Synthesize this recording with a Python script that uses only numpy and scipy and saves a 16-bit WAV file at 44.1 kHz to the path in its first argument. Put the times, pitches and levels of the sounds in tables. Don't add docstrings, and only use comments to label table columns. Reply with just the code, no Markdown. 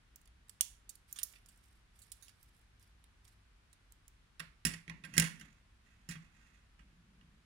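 import sys
import numpy as np
from scipy import signal
from scipy.fft import rfft, irfft
from scipy.io import wavfile
from scipy.ndimage import uniform_filter1d

SR = 44100
rng = np.random.default_rng(int(sys.argv[2]) if len(sys.argv) > 2 else 0)


def file_out(sig):
    cols = np.atleast_2d(sig).T
    lim = np.clip(cols, -1, 1)
    pcm = np.round(lim * 32767).astype(np.int16)
    wavfile.write(sys.argv[1], SR, pcm)


N = 328545
T = np.arange(N) / SR
HIT_T = T[:SR // 4]


def undb(db):
    return 10 ** (np.asarray(db) / 20)


def unit(x):
    return x / np.sqrt(np.mean(x ** 2))


def band(x, lo, hi, order=3):
    return signal.sosfilt(signal.butter(order, [lo, hi], "band", fs=SR, output="sos"), x)


def at_level(x, db, size=256):
    return x * undb(db) / np.sqrt(uniform_filter1d(x ** 2, size).max())


def add(track, s, x):
    i = int(s * SR)
    track[i:i + len(x)] += x[:N - i]


def coloured(points):
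    hz, db = np.transpose(points)
    bin_hz = np.arange(N // 2 + 1) * SR / N
    gain = undb(np.interp(np.log(bin_hz + 1), np.log(hz), db))
    return unit(irfft(rfft(rng.standard_normal(N)) * gain, N))


# freq_hz [Hz], density_db [dB per Hz]
ROOM = [(12, -46.5), (20, -12), (40, 0), (60, 4), (79, -11.5), (100, -5), (127, -14), (163, -14),
        (513, -29.5), (574, -30), (1480, -25), (3250, -30.5), (7310, -40), (10500, -41.5), (16000, -63)]
ROOM_DB = -66.5


def room_noise():
    mid, side = coloured(ROOM), coloured(ROOM)
    side = signal.sosfilt(signal.butter(1, 450, "high", fs=SR, output="sos"), side)
    return undb(ROOM_DB) * np.array([mid + side, mid - side])


# freq_hz [Hz], level_db [dB]
WALLS = [(150, -7.5), (600, 0), (2000, -6.5), (5000, -8.5), (9600, -14.5), (15000, -14.5)]
# freq_hz [Hz], t60_s [s]
WALLS_T60 = [(150, .3), (600, .24), (2000, .37), (5000, .31), (10000, .31), (15000, .23)]


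def reverb(x, left_db, shade_hz):
    hz, db = np.transpose(WALLS)
    t60_hz, t60_s = np.transpose(WALLS_T60)
    air, tail = rng.standard_normal((2, N)), np.zeros((2, N))
    for lo in 110 * 2 ** (np.arange(22) / 3):
        hi = lo * 2 ** (1 / 3)
        centre = np.sqrt(lo * hi)
        decay_s = np.interp(np.log(centre), np.log(t60_hz), t60_s)
        keep = np.exp(-2 * np.log(1000) / (SR * decay_s))
        power = band(x + 1e-12 * air[0], lo, hi) ** 2
        energy = signal.lfilter([1 - keep], [1, -keep], power)
        shade_db = np.array([[left_db], [0]]) * centre / (centre + shade_hz)
        gain = undb(np.interp(np.log(centre), np.log(hz), db) + shade_db)
        tail += gain * np.sqrt(energy) * unit(band(air, lo, hi))
    return tail


def microphones(x, left_db, scatter_db, lag_count=26):
    t = HIT_T[:SR // 50]
    nearby = rng.standard_normal(len(t)) * np.exp(-t / 0.0049)
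    scattered = signal.fftconvolve(x, nearby / np.linalg.norm(nearby))[:N]
    left = np.pad(x, (lag_count, 0))[:N] * undb(left_db) + scattered * undb(scatter_db)
    return np.array([left, x])


# low_hz [Hz], high_hz [Hz]
BANDS_HZ = [(330, 850), (1050, 2800), (2800, 5500), (5500, 11000), (11000, 17000)]


def tilt(brightness_db, pivot_hz):
    octave = np.log2(BANDS_HZ).mean(1)
    return brightness_db * (np.maximum(octave, octave[1]) - np.log2(pivot_hz))


def ring(modes, scatter_db, detune):
    hz, width, db = np.transpose(modes)[:, :, None]
    strength, pitch, side = rng.standard_normal((3, len(hz), 1))
    t = HIT_T[:SR // 12]
    gain = width * undb(db + scatter_db * strength) * np.sign(side)
    decay = np.exp(-np.pi * width * t)
    tone = np.sin(2 * np.pi * hz * (1 + detune * pitch) * t)
    y = (gain * decay * tone).sum(0)
    return y / np.linalg.norm(y)


def grains(count, spread_db):
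    strength_db = spread_db * np.minimum(rng.exponential(size=count), 5)
    return unit(rng.standard_normal(count) * undb(strength_db))


def contact(modes, levels_db, chatter, tap_db, crack_db, detune):
    push = grains(len(HIT_T), 4.3) * np.exp(-HIT_T / max(chatter, .0005))
    push[0] += undb(tap_db)
    ringing = signal.fftconvolve(push, ring(modes, 2, detune))[:len(push)]
    steel = ringing + undb(crack_db) * push
    return sum(at_level(band(steel, *edges, order=5), db) for edges, db in zip(BANDS_HZ, levels_db))


def rubbing(modes, spread_db, crack_db):
    knots = T[::300]
    unevenness_db = 4.4 * np.interp(T, knots, rng.standard_normal(len(knots)))
    slips = grains(N, spread_db) * undb(unevenness_db)
    ringing = signal.fftconvolve(slips, ring(modes, 0.69, 0))[:N]
    return unit(ringing + undb(crack_db) * band(slips, 1400, 11000, order=2))


def stroke(start, length, attack, drift_db, release):
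    age = np.maximum(T - start, 0)
    onset = np.minimum(age / attack, 1)
    drift = undb(drift_db * np.minimum(age, length))
    return onset * drift * np.exp(-np.maximum(age - length, 0) / release)


# pitch_hz [Hz], width_hz [Hz], level_db [dB]
WATCH = [(1069, 36, 2), (1296, 67, -5), (1586, 25, 4), (1915, 180, 5.5), (2054, 75, 3.5), (2534, 90, 4.5),
         (2769, 110, 1.5), (3253, 57, -3), (4400, 910, -23.5), (5790, 280, -4), (6460, 100, -19),
         (7240, 150, -0.5), (7570, 340, -8.5), (9330, 78, -1.5), (9550, 140, -4.5), (10370, 360, -8.5),
         (10710, 390, -6.5), (14000, 270, -16), (14600, 300, -26)]
# start_s [s], length_s [s], scrape_db [dB], rumble_db [dB]
NUDGES = [(4.9, 0.18, -75.5, -64.5), (5.066, 0.4, -63, -62.5), (5.815, 0.26, -73, -76),
          (6.132, 0.1, -68, -69.5), (6.328, .23, -67.5, -77), (6.782, 0.58, -85.5, -70.5)]
NUDGE_ATTACK_S, NUDGE_DRIFT_DB_PER_S, NUDGE_RELEASE_S = 0.041, 0.5, .07


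def nudging():
    strokes = np.array([stroke(s, length, NUDGE_ATTACK_S, NUDGE_DRIFT_DB_PER_S, NUDGE_RELEASE_S)
                        for s, length, *_ in NUDGES])
    _, _, scrape_db, rumble_db = np.transpose(NUDGES)
    scrape = unit(band(rubbing(WATCH, spread_db=0.0, crack_db=-1), 970, 7000, order=1))
    rumble = unit(band(rng.standard_normal(N), 135, 220, order=2))
    return scrape * (undb(scrape_db) @ strokes), rumble * (undb(rumble_db) @ strokes)


# pitch_hz [Hz], width_hz [Hz], level_db [dB]
CLASP = [(2044, 610, -14), (2688, 230, -9), (3765, 150, -7.5), (4590, 210, -6.5), (5780, 870, -9),
         (6790, 200, -7), (7410, 630, -1.5), (7500, 700, -11), (9220, 190, -0.5), (9710, 300, 2),
         (10510, 120, -7), (12330, 400, -8.5), (13400, 400, -9)]
CLICK_COLOUR = [-37.5, -16.5, -8.5, -0.5, -9]


def click(chatter, db, brightness_db):
    levels_db = db + np.array(CLICK_COLOUR) + tilt(brightness_db, pivot_hz=7800)
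    return contact(CLASP, levels_db, chatter, tap_db=11.5, crack_db=-1.5, detune=0.02)


# start_s [s], length_s [s], level_db [dB]
MOVES = [(1.068, 0.28, -65), (1.461, 0.29, -71.5), (1.929, 0.42, -70.5), (2.373, 0.26, -76.5),
         (2.79, .04, -68), (3.224, 0.088, -72.5)]
MOVE_ATTACK_S, MOVE_DRIFT_DB_PER_S, MOVE_RELEASE_S = 0.023, -7.5, 0.045
TICKS_PER_S, TICK_DB, TICK_SPREAD_DB, TICK_CHATTER_S = 25, 3, -2, 0.0014


def rustle():
    effort = sum(undb(db) * stroke(s, length, MOVE_ATTACK_S, MOVE_DRIFT_DB_PER_S, MOVE_RELEASE_S)
                 for s, length, db in MOVES)
    out = effort * rubbing(CLASP, spread_db=-0.5, crack_db=8.5)
    for s, length, db in MOVES:
        gaps = rng.uniform(size=12) * 2 / TICKS_PER_S
        strengths = rng.standard_normal(size=12)
        tick = click(TICK_CHATTER_S, db + TICK_DB, brightness_db=6.0)
        for delay, strength in zip(np.cumsum(gaps), strengths):
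            if delay < length:
                add(out, s + delay, tick * undb(TICK_SPREAD_DB * strength))
    return out


# start_s [s], chatter_s [s], level_db [dB], brightness_db [dB per octave]
CLICKS = [(0.159, 0.0022, -50.5, 13), (0.215, 0.0013, -63.5, 5), (0.256, 0.0033, -63, -1),
          (0.275, 0.0038, -60.5, -3), (0.484, 0.0017, -63, 0), (0.495, 0.0031, -44.5, 1),
          (0.609, 0.0025, -19, 3.5), (0.893, 0.0068, -41, 4.5), (0.954, 0.0025, -51.5, 5),
          (1.1267, 0.0025, -41.5, 17), (1.16, 0.027, -48.5, -3.5), (1.187, 0.0068, -37.5, -3),
          (1.216, .012, -55.5, -8.5), (1.2317, 0.0037, -29, 10.5), (1.336, 0.0039, -64, -10),
          (1.355, 0.01, -65.5, -10.5), (1.46, 0.0035, -56.5, 0.5), (1.486, 0.01, -56.5, 1),
          (1.99, .009, -57.5, 5), (2.018, 0.01, -54, 0), (2.118, 0.0056, -41, 3.5), (2.224, 0.023, -52, 0),
          (2.266, 0.014, -68, -4), (2.282, 0.006, -55, -6), (2.293, 0.0093, -57.5, -4.5),
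          (2.429, 0.0038, -61, 17), (3.041, .0014, -59, -2), (3.251, 0.005, -60.5, -3.5),
          (3.279, .004, -60.5, 1), (3.729, 0.0047, -58, -2), (3.922, .0018, -54, 6), (4.08, 0.0023, -53, 7)]


def bracelet():
    out = np.zeros(N)
    for s, chatter, db, brightness_db in CLICKS:
        add(out, s, click(chatter, db, brightness_db))
    return out


# pitch_hz [Hz], width_hz [Hz], level_db [dB]
TABLE = [(63, 10, -6.5), (104.2, 10, -8.5), (130, 13, -10.5), (163.4, 8.9, 7), (224, 26, 3),
         (295.3, 30, -3)]


def table_ring(scatter_db, detune):
    hz, width, db = np.transpose(TABLE)[:, :, None]
    strength, pitch = rng.standard_normal((2, len(hz), 1))
    decay = np.exp(-np.pi * width * HIT_T)
    tone = np.sin(2 * np.pi * hz * (1 + detune * pitch) * HIT_T)
    modes = undb(db + scatter_db * strength) * decay * tone
    return modes.sum(0) * (1 - np.exp(-HIT_T / 0.0034))


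# start_s [s], chatter_s [s], level_db [dB], brightness_db [dB per octave], thump_db [dB]
KNOCKS = [(4.396, 0.0083, -46.5, 1.5, -68.5), (4.402, 0.00097, -42, 0.5, -54),
          (4.651, 0.0074, -27.5, 3, -34.5), (4.667, 0.012, -37, 5, -60), (4.69, .03, -48.5, 1, -45),
          (4.737, 0.0063, -46.5, 2, -55.5), (4.879, 0.0058, -55, -4.5, -50.5),
          (4.897, 0.0045, -46.5, -3.5, -51), (5.038, .011, -54, -3, -53), (5.049, 0.0055, -51.5, 2, -73),
          (5.138, .021, -49, 2, -51.5), (5.167, 0.044, -41, 0.5, -40), (5.179, 0.0057, -20, 1.5, -29),
          (5.198, .004, -25, 3.5, -53), (5.221, .007, -34.5, 1.5, -40), (5.24, 0.027, -42.5, 3, -44),
          (5.398, .005, -59, 6.5, -68.5), (5.411, 0.0063, -53.5, 2, -59), (6.089, 0.021, -47.5, 5, -42.5),
          (6.111, 0.016, -48, 2, -49), (6.154, 0.007, -60.5, -2.5, -50.5), (6.792, .013, -70.5, -0.5, -68),
          (7.212, 0.0034, -75.5, -2.5, -67)]
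# level_db at a medium knock [dB], hardening [dB gained for each dB that the knock is harder]
KNOCK_COLOUR = [(-15, -0.14), (4.5, -0.1858), (-1, -0.1651), (0, 0.1), (-14, 0.22)]
MEDIUM_KNOCK_DB = -40
THUMP_DETUNE = .012


def landing():
    steel, thumps = np.zeros(N), np.zeros(N)
    colour_db, hardening = np.transpose(KNOCK_COLOUR)
    for s, chatter, db, brightness_db, thump_db in KNOCKS:
        hardness_db = hardening * (db - MEDIUM_KNOCK_DB)
        levels_db = db + colour_db + hardness_db + tilt(brightness_db, pivot_hz=3900)
        add(steel, s, contact(WATCH, levels_db, chatter, tap_db=16, crack_db=-3.5, detune=0.007))
        add(thumps, s, at_level(table_ring(scatter_db=2, detune=THUMP_DETUNE), thump_db))
    return steel, thumps


def scene():
    steel, thumps = landing()
    scrape, rumble = nudging()
    in_hand = bracelet() + rustle()
    on_table = steel + scrape
    direct = microphones(in_hand, left_db=-17, scatter_db=-11.5)
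    direct = direct + microphones(on_table, left_db=-16, scatter_db=-12)
    room = reverb(in_hand + on_table + undb(-3.5) * thumps, left_db=-10.0, shade_hz=400)
    return direct + thumps + rumble + room + room_noise()


TOP_HZ = 15700


def record(dry):
    return signal.sosfilt(signal.ellip(8, .2, 70, TOP_HZ, fs=SR, output="sos"), dry)


dry = scene()
out = record(dry)
file_out(out)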